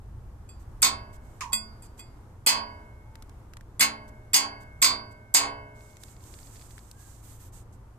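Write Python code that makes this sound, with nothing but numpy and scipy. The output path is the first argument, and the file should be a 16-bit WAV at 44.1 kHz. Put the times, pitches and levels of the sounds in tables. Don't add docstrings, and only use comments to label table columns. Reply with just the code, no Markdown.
import sys
import numpy as np
from scipy import signal
from scipy.fft import rfft, irfft, next_fast_len
from scipy.io import wavfile
from scipy.ndimage import uniform_filter1d, minimum_filter1d, map_coordinates

SR = 44100
rng = np.random.default_rng(int(sys.argv[2]) if len(sys.argv) > 2 else 0)


def waveform_to_disk(signal):
    frames = np.transpose(np.atleast_2d(signal))
    scaled = np.clip(frames, -1, 1) * 32767
    samples = np.round(scaled).astype(np.int16)
    wavfile.write(sys.argv[1], SR, samples)


N = 351918
TOP_HZ = 14250

# start in seconds, level in dB, brightness in dB/octave, favoured band in Hz.
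NAIL_FLICKS = [(0.49, -32.5, -1.5, 7400), (0.8191, -5.5, 3, 9360), (1.5223, -22.5, -1.5, 4830),
               (1.5301, -1.5, 0, 4080), (1.822, -35.5, 1.5, 8000), (1.992, -25, -1, 2323),
               (2.463, -0.5, 2, 12540), (3.7952, -4.5, -1, 8100), (4.333, -4, -0.5, 7600),
               (4.8174, -3.5, 0, 7070), (5.3405, -5.5, 8, 7620)]
# frequency in Hz, angle between the channels in radians.
STEREO_SPREAD = [(200, .25), (600, .9), (1100, 1.2), (2200, 1.75), (4700, 1.77), (8000, 1.9), (14000, 0.65)]
# frequency in Hz, relative density in dB.
RUB_SPECTRUM = [(1470, -7), (2500, -10.5), (4880, -9.5), (5570, -9.5), (6000, -6), (7930, -1), (10300, -11),
                (13700, -10.5), (14500, -7)]
# frequency in Hz, left over right in dB.
RUB_PAN = [(2000, -6), (4400, -5.5), (8000, -14), (13000, 7.5)]


def amp(db):
    return 10 ** (np.asarray(db) / 20)


def unit(x):
    return x / np.sqrt(np.mean(x ** 2) + 1e-20)


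def along(points, hz):
    f, v = np.transpose(points)
    return np.interp(np.log(hz + 1), np.log(f + 1), v)


def wobble(rate_hz):
    knots = rng.standard_normal(int(N * rate_hz / SR) + 4)
    return map_coordinates(knots, [np.arange(N) * rate_hz / SR])


def filtered(x, response):
    n = x.shape[-1]
    m = next_fast_len(n + 8192)
    return irfft(rfft(x, m) * response(np.fft.rfftfreq(m, 1 / SR)), m)[..., :n]


def panned(db):
    g = amp([db / 2, -db / 2])
    return g / np.sqrt(np.mean(g ** 2, axis=0))


def noise(spectrum, n, pan=((1000, 0),)):
    def mid_side_gains(hz):
        angle = np.minimum(along(STEREO_SPREAD, hz), np.pi / 2) / 2
        return np.array([np.cos(angle), np.sin(angle)])

    mid, side = filtered(rng.standard_normal((2, n)), mid_side_gains)
    stereo = np.array([mid + side, mid - side])
    return unit(filtered(stereo, lambda hz: amp(along(spectrum, hz)) * panned(along(pan, hz))))


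def burst(spectrum, t60_s):
    t = np.arange(SR // 5) / SR
    return noise(spectrum, len(t)) * amp(-60 * t / t60_s)


def colour_db(hz, tilt_db_oct, favoured_hz, favour_db=4, width_oct=0.27):
    tilt_db = tilt_db_oct * np.log2(np.maximum(hz, 1000) / 4000)
    return tilt_db + favour_db * np.exp(-.5 * (np.log2(hz / favoured_hz) / width_oct) ** 2)


def add(track, start_s, sound):
    part = track[:, max(round(start_s * SR), 0):][:, :sound.shape[-1]]
    part += sound[..., :part.shape[1]]


def background(settle_s=1.7):
    # frequency in Hz, relative density in dB.
    rumble_spectrum = [(15, -5), (27, 3.5), (38, -1.5), (52, 6), (75, 0), (110, 0), (150, -12.5),
                       (220, -20.5), (400, -58)]
    air_spectrum = [(100, 1.5), (170, -2.5), (300, -3.5), (600, -11), (950, -9), (1500, -17), (2500, -27.5),
                    (4000, -32.5), (8000, -31), (14000, -38.5)]
    # frequency in Hz, level in dB.
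    hum_tones = [(86.1, -60.5), (113, -56)]
    t = np.arange(N) / SR
    rumble = amp(-50.5 + 8.5 * np.exp(-t / settle_s) + 1.23 * wobble(4.2)) * noise(rumble_spectrum, N)
    air_db = np.interp(t, [0, 1.5, 3, 8], [-53.5, -54, -55, -56]) + 0.89 * wobble(5.3)
    out = rumble + amp(air_db) * noise(air_spectrum, N)
    for hz, db in hum_tones:
        peak = np.sqrt(2) * amp(db + 1.1 * wobble(4.5))
        out += peak * np.sin(2 * np.pi * hz * t + 0.84 * wobble(5.6))
    return out


def squeaks(pitch_arch=.09, roughness=.022):
    # start in seconds, length in seconds, top pitch in Hz, level in dB.
    squeak_events = [(3.022, 0.267, 895, -59), (6.869, .3, 1645, -66)]
    out = np.zeros((2, N))
    for s, length_s, top_hz, db in squeak_events:
        arch = np.sin(np.linspace(0, np.pi, int(length_s * SR)))
        hz = top_hz * (1 - pitch_arch * (1 - arch) + roughness * wobble(146)[:len(arch)])
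        add(out, s, amp(db) * arch * np.sin(2 * np.pi * np.cumsum(hz) / SR))
    return out


def pull_speed(n, peak_share=0.26):
    progress = np.interp(np.linspace(0, 1, n), [0, peak_share, 1], [0, .5, 1])
    return np.abs(np.sin(np.pi * progress)) ** 0.77


def sleeve(crackles_per_s=26, stretched_at_s=6.8, flutter_db=1.2):
    # start in seconds, length in seconds, level in dB, favoured band in Hz.
    pulls = [(5.742, 0.34, -60, 5960), (5.99, 0.22, -55, 7500), (6.16, 0.85, -53, 7500),
             (6.959, 0.3, -55, 7500), (7.217, .19, -52.5, 12000), (7.386, .12, -52, 13000),
             (7.519, 0.12, -52, 9030), (7.721, .045, -62.5, 7500)]
    hiss, speed = np.zeros((2, N)), np.zeros((1, N))
    for s, length_s, db, favoured_hz in pulls:
        slide = amp(db) * pull_speed(int(length_s * SR))
        cloth = filtered(noise(RUB_SPECTRUM, len(slide), RUB_PAN),
                         lambda hz: amp(colour_db(hz + 1, 0, favoured_hz, favour_db=3.5, width_oct=.48)))
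        add(hiss, s, slide * unit(cloth))
        add(speed, s, slide)
    buckles = (rng.random(N) < crackles_per_s / SR) & (np.arange(N) / SR < stretched_at_s)
    folds = buckles * amp(3 + 3 * rng.standard_normal(N))
    snap = burst([(800, -18), (2000, 0), (3200, -3), (5000, 5), (7000, -19)], t60_s=0.019)
    crackle = signal.fftconvolve(folds * speed, snap, axes=1)[:, :N]
    return amp(flutter_db * wobble(45)) * hiss + crackle


def hand():
    # start in seconds, length in seconds, level in dB.
    brushes = [(0.589, 0.053, -64.5), (1.122, .054, -58), (1.198, 0.24, -67), (1.823, .056, -57),
               (1.971, .05, -54), (4.076, 0.025, -58.5), (4.597, 0.048, -60.5), (5.105, 0.031, -62)]
    # start in seconds, base level in dB, offset of the lower band in dB.
    ticks = [(3.1552, -41.5, -9), (3.2236, -37.5, -15), (3.2949, -45, -11), (3.5357, -41, -7.5),
             (3.5693, -39, -6.5), (3.6092, -46, -7), (5.969, -42, -14), (6.0356, -32.5, -24),
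             (6.2383, -42, -24), (6.78, -40, -10), (6.9133, -34.5, -32)]
    out = np.zeros((2, N))
    for s, length_s, db in brushes:
        n = int(length_s * SR)
        add(out, s, amp(db) * noise(RUB_SPECTRUM, n, RUB_PAN) * signal.windows.tukey(n, .5))
    for s, db, low_db in ticks:
        high = burst([(1500, -12), (3500, 16.5), (8000, 15), (14000, 5)], t60_s=0.018)
        low = burst([(500, -37), (1500, 5), (2600, -6), (5000, -23)], t60_s=0.017)
        add(out, s, amp(db - 5.5) * high + amp(db + low_db + 5.5) * low)
    return out


def finger_slip(start_s=1.408, rise_s=0.0057, t60_s=0.57):
    out, t = np.zeros((2, N)), np.arange(SR // 5) / SR
    pitch_hz = 990 + 220 * np.exp(-t / .025)
    grip = unit(wobble(280)[:len(t)]) + 1j * unit(wobble(273.2)[:len(t)])
    envelope = (1 - np.exp(-t / rise_s)) * amp(-60 * t / t60_s)
    rub = envelope * np.real(grip * np.exp(2j * np.pi * np.cumsum(pitch_hz) / SR))
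    snap = burst([(300, -18.5), (1200, 4.5), (2500, 13.5), (3500, 1), (6500, 9.5), (10000, -6.5),
                  (14000, -15)], t60_s=0.19)
    add(out, start_s, amp(-34.5) * rub * panned(-11.5)[:, None] + amp(-33) * snap)
    return out


def slaps(swing_s=.0185, rebound_loss_db=13.5):
    # start in seconds, level in dB, brightness in dB/octave, favoured band in Hz,
    # transfer to the pipe in dB, first rebound relative to the slap in dB, rebounds' band in Hz.
    first_slaps = [(.827, -7, .5, 6940, -1.5, -6, 3898), (2.4713, -0.5, 1, 4820, -4, -8, 2017),
                   (3.807, -8, 1, 1920, 0, -7, 2280), (4.3422, -2.5, 2.5, 6580, -1, -5.5, 2300),
                   (4.8251, -3.5, 1.5, 6670, -3, -3.5, 5100), (5.3468, -2, 1, 7100, 0, -4.5, 477)]
    hits = []
    for s, db, tilt, favoured_hz, transfer_db, rebound_db, rebound_hz in first_slaps:
        hits.append((s, db, tilt, favoured_hz, transfer_db))
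        for k in range(2):
            level_db = db + rebound_db - k * rebound_loss_db
            hits.append((s + (k + 1) * swing_s, level_db, tilt + 0.5, rebound_hz, transfer_db))
    return hits


def ring(hz, t60_s, pan_db, blows, clock_s, scatter_db=3, rise_s=.0025, jolt_cycles=0.253):
    # frequency in Hz, phase lag of the left channel in radians.
    left_lag = [(200, .2), (780, 1.2), (1100, 2.3), (2150, 4.98), (4700, 4.22), (7400, 8.3), (8400, 7.4),
                (14000, 12)]
    s, db = np.transpose(blows)
    at = np.round(s * SR).astype(int)
    energy = np.bincount(at, amp(db + scatter_db * rng.standard_normal(len(s))) ** 2, N)
    retained, rise = amp(-60 / (t60_s * SR)) ** 2, np.exp(-1 / (rise_s * SR))
    stored = signal.lfilter([1], [1, -retained], energy)
    knocks = jolt_cycles * rng.standard_normal(len(s)) * np.sqrt(energy[at] / stored[at])
    drift = np.cumsum(np.bincount(at, knocks, N))
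    power, shift = signal.lfilter([1 - rise], [1, -rise], [stored, drift])
    phase = 2 * np.pi * (hz * clock_s + shift + rng.random())
    return panned(pan_db)[:, None] * np.sqrt(power) * np.sin([phase, phase + along(left_lag, hz)])


def pipe_ring(clock_s):
    # frequency in Hz, gain in dB, t60 in seconds, left over right in dB.
    pipe_modes = [(284, -33.5, .69, 0), (393, -46.5, 0.66, 5.5), (424, -42, 1.5, 3.5), (491, -42, 0.7, -2),
                  (554, -45.5, 1.2, -2.5), (615, -39, 1.5, -2.5), (682, -35, .9, 1), (802, -28.5, .58, 6.5),
                  (899, -35.5, 0.98, -2.5), (1011, -37, 0.39, -14.5), (1103, -34, 0.38, -17.5),
                  (1344, -30, .32, 5), (1530, -46.5, 1.4, 0.5), (1540, -44, 2.1, -9), (1682, -37, 0.98, 0),
                  (1940, -38.5, .58, -5), (2156, -20, 0.27, 1), (2170, -47, 0.86, -3),
                  (2176.5, -46.5, 1.9, 1), (2204, -38.5, 0.46, 2), (2247, -24.5, 0.2, 8),
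                  (2640, -36, .55, 4), (2870, -20, 0.15, 1), (2990, -42, .6, 5.5), (3200, -35.5, 0.32, 8),
                  (4150, -21, 0.11, 1), (4897, -9.5, 0.14, -0.5), (5430, -34, 0.24, -4),
                  (6740, -16.5, 0.16, -4), (10420, -16.5, 0.11, 6.5)]
    out = np.zeros((2, N))
    for hz, mode_db, t60_s, pan_db in pipe_modes:
        blows = [(s, db + transfer_db + mode_db + colour_db(hz, tilt, band_hz))
                 for s, db, tilt, band_hz, transfer_db in slaps()]
        out += ring(hz, t60_s, pan_db, blows, clock_s)
    return out


def shield_ring(clock_s):
    # frequency in Hz, slap gain in dB, t60 in seconds, left over right in dB, flick gain in dB.
    shield_modes = [(219.3, -39, 0.94, -3, -38.5), (663, -41.5, 0.94, 0, -47),
                    (972, -29, 0.77, -13.5, -45.5), (1085, -21, 0.41, -6.5, -45.5),
                    (1097, -21, 0.51, -9.5, -38), (1486, -36, 0.92, 6.5, -47.5),
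                    (2005, -20, 0.16, 8, -33.5), (2150, -38, 0.64, 2, -44), (2477, -30.5, 0.18, -4, -29.5),
                    (2523, -28.5, 0.068, -3, -34), (2590, -21, 0.23, 3.5, -36), (3361, -24, .18, 2, -26),
                    (3420, -33.5, 0.23, 14.5, -43.5), (4476, -16.5, 0.092, -7, -44),
                    (4250, -18.5, 0.24, -2.5, -50.5), (4592, -19.5, 0.32, -9, -34),
                    (4781, -23.5, 0.35, -10, -26), (6410, -21, 0.13, 1.5, -39),
                    (7450, -22.5, 0.18, -8, -20.5), (7550, -24.5, .15, -1, -24),
                    (8040, -17, 0.15, -7.5, -26), (8360, -17, 0.044, -10.5, -28.5),
                    (9140, -27, 0.2, -2.5, -27.5), (11200, -18.5, 0.071, 8.5, -38.5),
                    (12000, -28.5, .11, 12, -29.5), (13000, -25, 0.098, 13, -41.5),
                    (8170, -17, 0.097, -6.5, -35.5), (9400, -28.5, 0.14, 1.5, -43),
                    (11350, -25.5, .12, 5.5, -45), (13650, -21, .1, 11, -39)]
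    out = np.zeros((2, N))
    for hz, slap_db, t60_s, pan_db, flick_db in shield_modes:
        blows = [(s, db + flick_db + colour_db(hz, tilt, band_hz))
                 for s, db, tilt, band_hz in NAIL_FLICKS]
        blows += [(s, db + slap_db + colour_db(hz, tilt, band_hz))
                  for s, db, tilt, band_hz, _ in slaps()]
        out += ring(hz, t60_s, pan_db, blows, clock_s)
    return out


def dense_modes(count=330):
    # frequency in Hz, relative density in dB.
    spectrum = [(150, -25.5), (300, -18), (600, -9.5), (1000, 1), (1600, -2), (2300, 2.5), (3200, 0.5),
                (4600, 3.5), (5700, -1), (6800, 6.5), (8200, 0), (9500, 0), (12000, -9.5), (14000, -2)]
    # frequency in Hz, t60 in seconds before random shortening.
    decay = [(200, 1), (900, 0.48), (2000, 0.28), (4500, .22), (7000, .16), (13000, 0.069)]
    # frequency in Hz, left over right in dB.
    balance = [(200, -0.5), (1000, -6.5), (2300, 1), (4500, -1.5), (8000, -6), (10500, 5), (13000, 8.5)]
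    t = np.arange(SR * 2 // 3) / SR
    edges_hz = np.linspace(np.sqrt(250), np.sqrt(TOP_HZ), count + 1) ** 2
    out = np.zeros((2, len(t)))
    for low_hz, width_hz, place, turn, life in zip(edges_hz, np.diff(edges_hz), *rng.random((3, count))):
        hz = low_hz + width_hz * place
        t60_s = along(decay, hz) * (0.6 + 0.41 * life)
        phase = 2 * np.pi * turn + np.array([[0], [rng.choice([-1, 1]) * along(STEREO_SPREAD, hz)]])
        gain = np.sqrt(width_hz) * amp(along(spectrum, hz) + 11 * life) * panned(along(balance, hz))
        out += gain[:, None] * amp(-60 * t / t60_s) * np.sin(2 * np.pi * hz * t + phase)
    return out / out[:, :SR // 100].std()


def chatter(response, tilt_db_oct, favoured_hz, contact_s):
    t = np.arange(SR // 20) / SR
    force = rng.standard_normal(len(t)) * np.exp(-t / contact_s)
    force /= np.linalg.norm(force)
    force = filtered(force, lambda hz: amp(colour_db(hz + 1, tilt_db_oct, favoured_hz)))
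    return signal.fftconvolve(response, force[None], axes=1)


def clangs():
    sheet = dense_modes()
    clock_s = np.arange(N) / SR + 5e-6 * wobble(65)
    out = shield_ring(clock_s) + pipe_ring(clock_s)
    for s, db, tilt, favoured_hz in NAIL_FLICKS:
        click = burst([(200, -12), (1500, -2), (4800, -9.5), (5800, -11), (7600, 4.5), (10000, -2.5),
                       (14000, -3)], t60_s=0.054)
        add(out, s, amp(db - 20.5) * chatter(click, tilt, favoured_hz, contact_s=0.0019))
    for s, db, tilt, favoured_hz, _ in slaps():
        add(out, s, amp(db - 9) * chatter(sheet, tilt, favoured_hz, contact_s=0.0034))
        smack = burst([(80, -14.5), (250, -5), (2000, 6.5), (7000, 1), (14000, -5.5)], t60_s=.04)
        add(out, s, amp(db - 7) * chatter(smack, tilt, favoured_hz, contact_s=.001))
    return out


def scene():
    return clangs() + finger_slip() + hand() + sleeve() + squeaks() + background()


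def record(dry, ceiling_db=-4, release_db_per_s=95):
    over_db = np.maximum(20 * np.log10(np.abs(dry).max(axis=0) + 1e-9) - ceiling_db, 0)
    recovery_db = release_db_per_s * np.arange(N) / SR
    gain_db = recovery_db - np.maximum.accumulate(over_db + recovery_db)
    gain_db = uniform_filter1d(minimum_filter1d(gain_db, size=32), size=64)
    return filtered(dry * amp(gain_db), lambda hz: amp(-np.clip((hz - TOP_HZ) / 13, 0, 120)))


dry = scene()
out = record(dry)
waveform_to_disk(out)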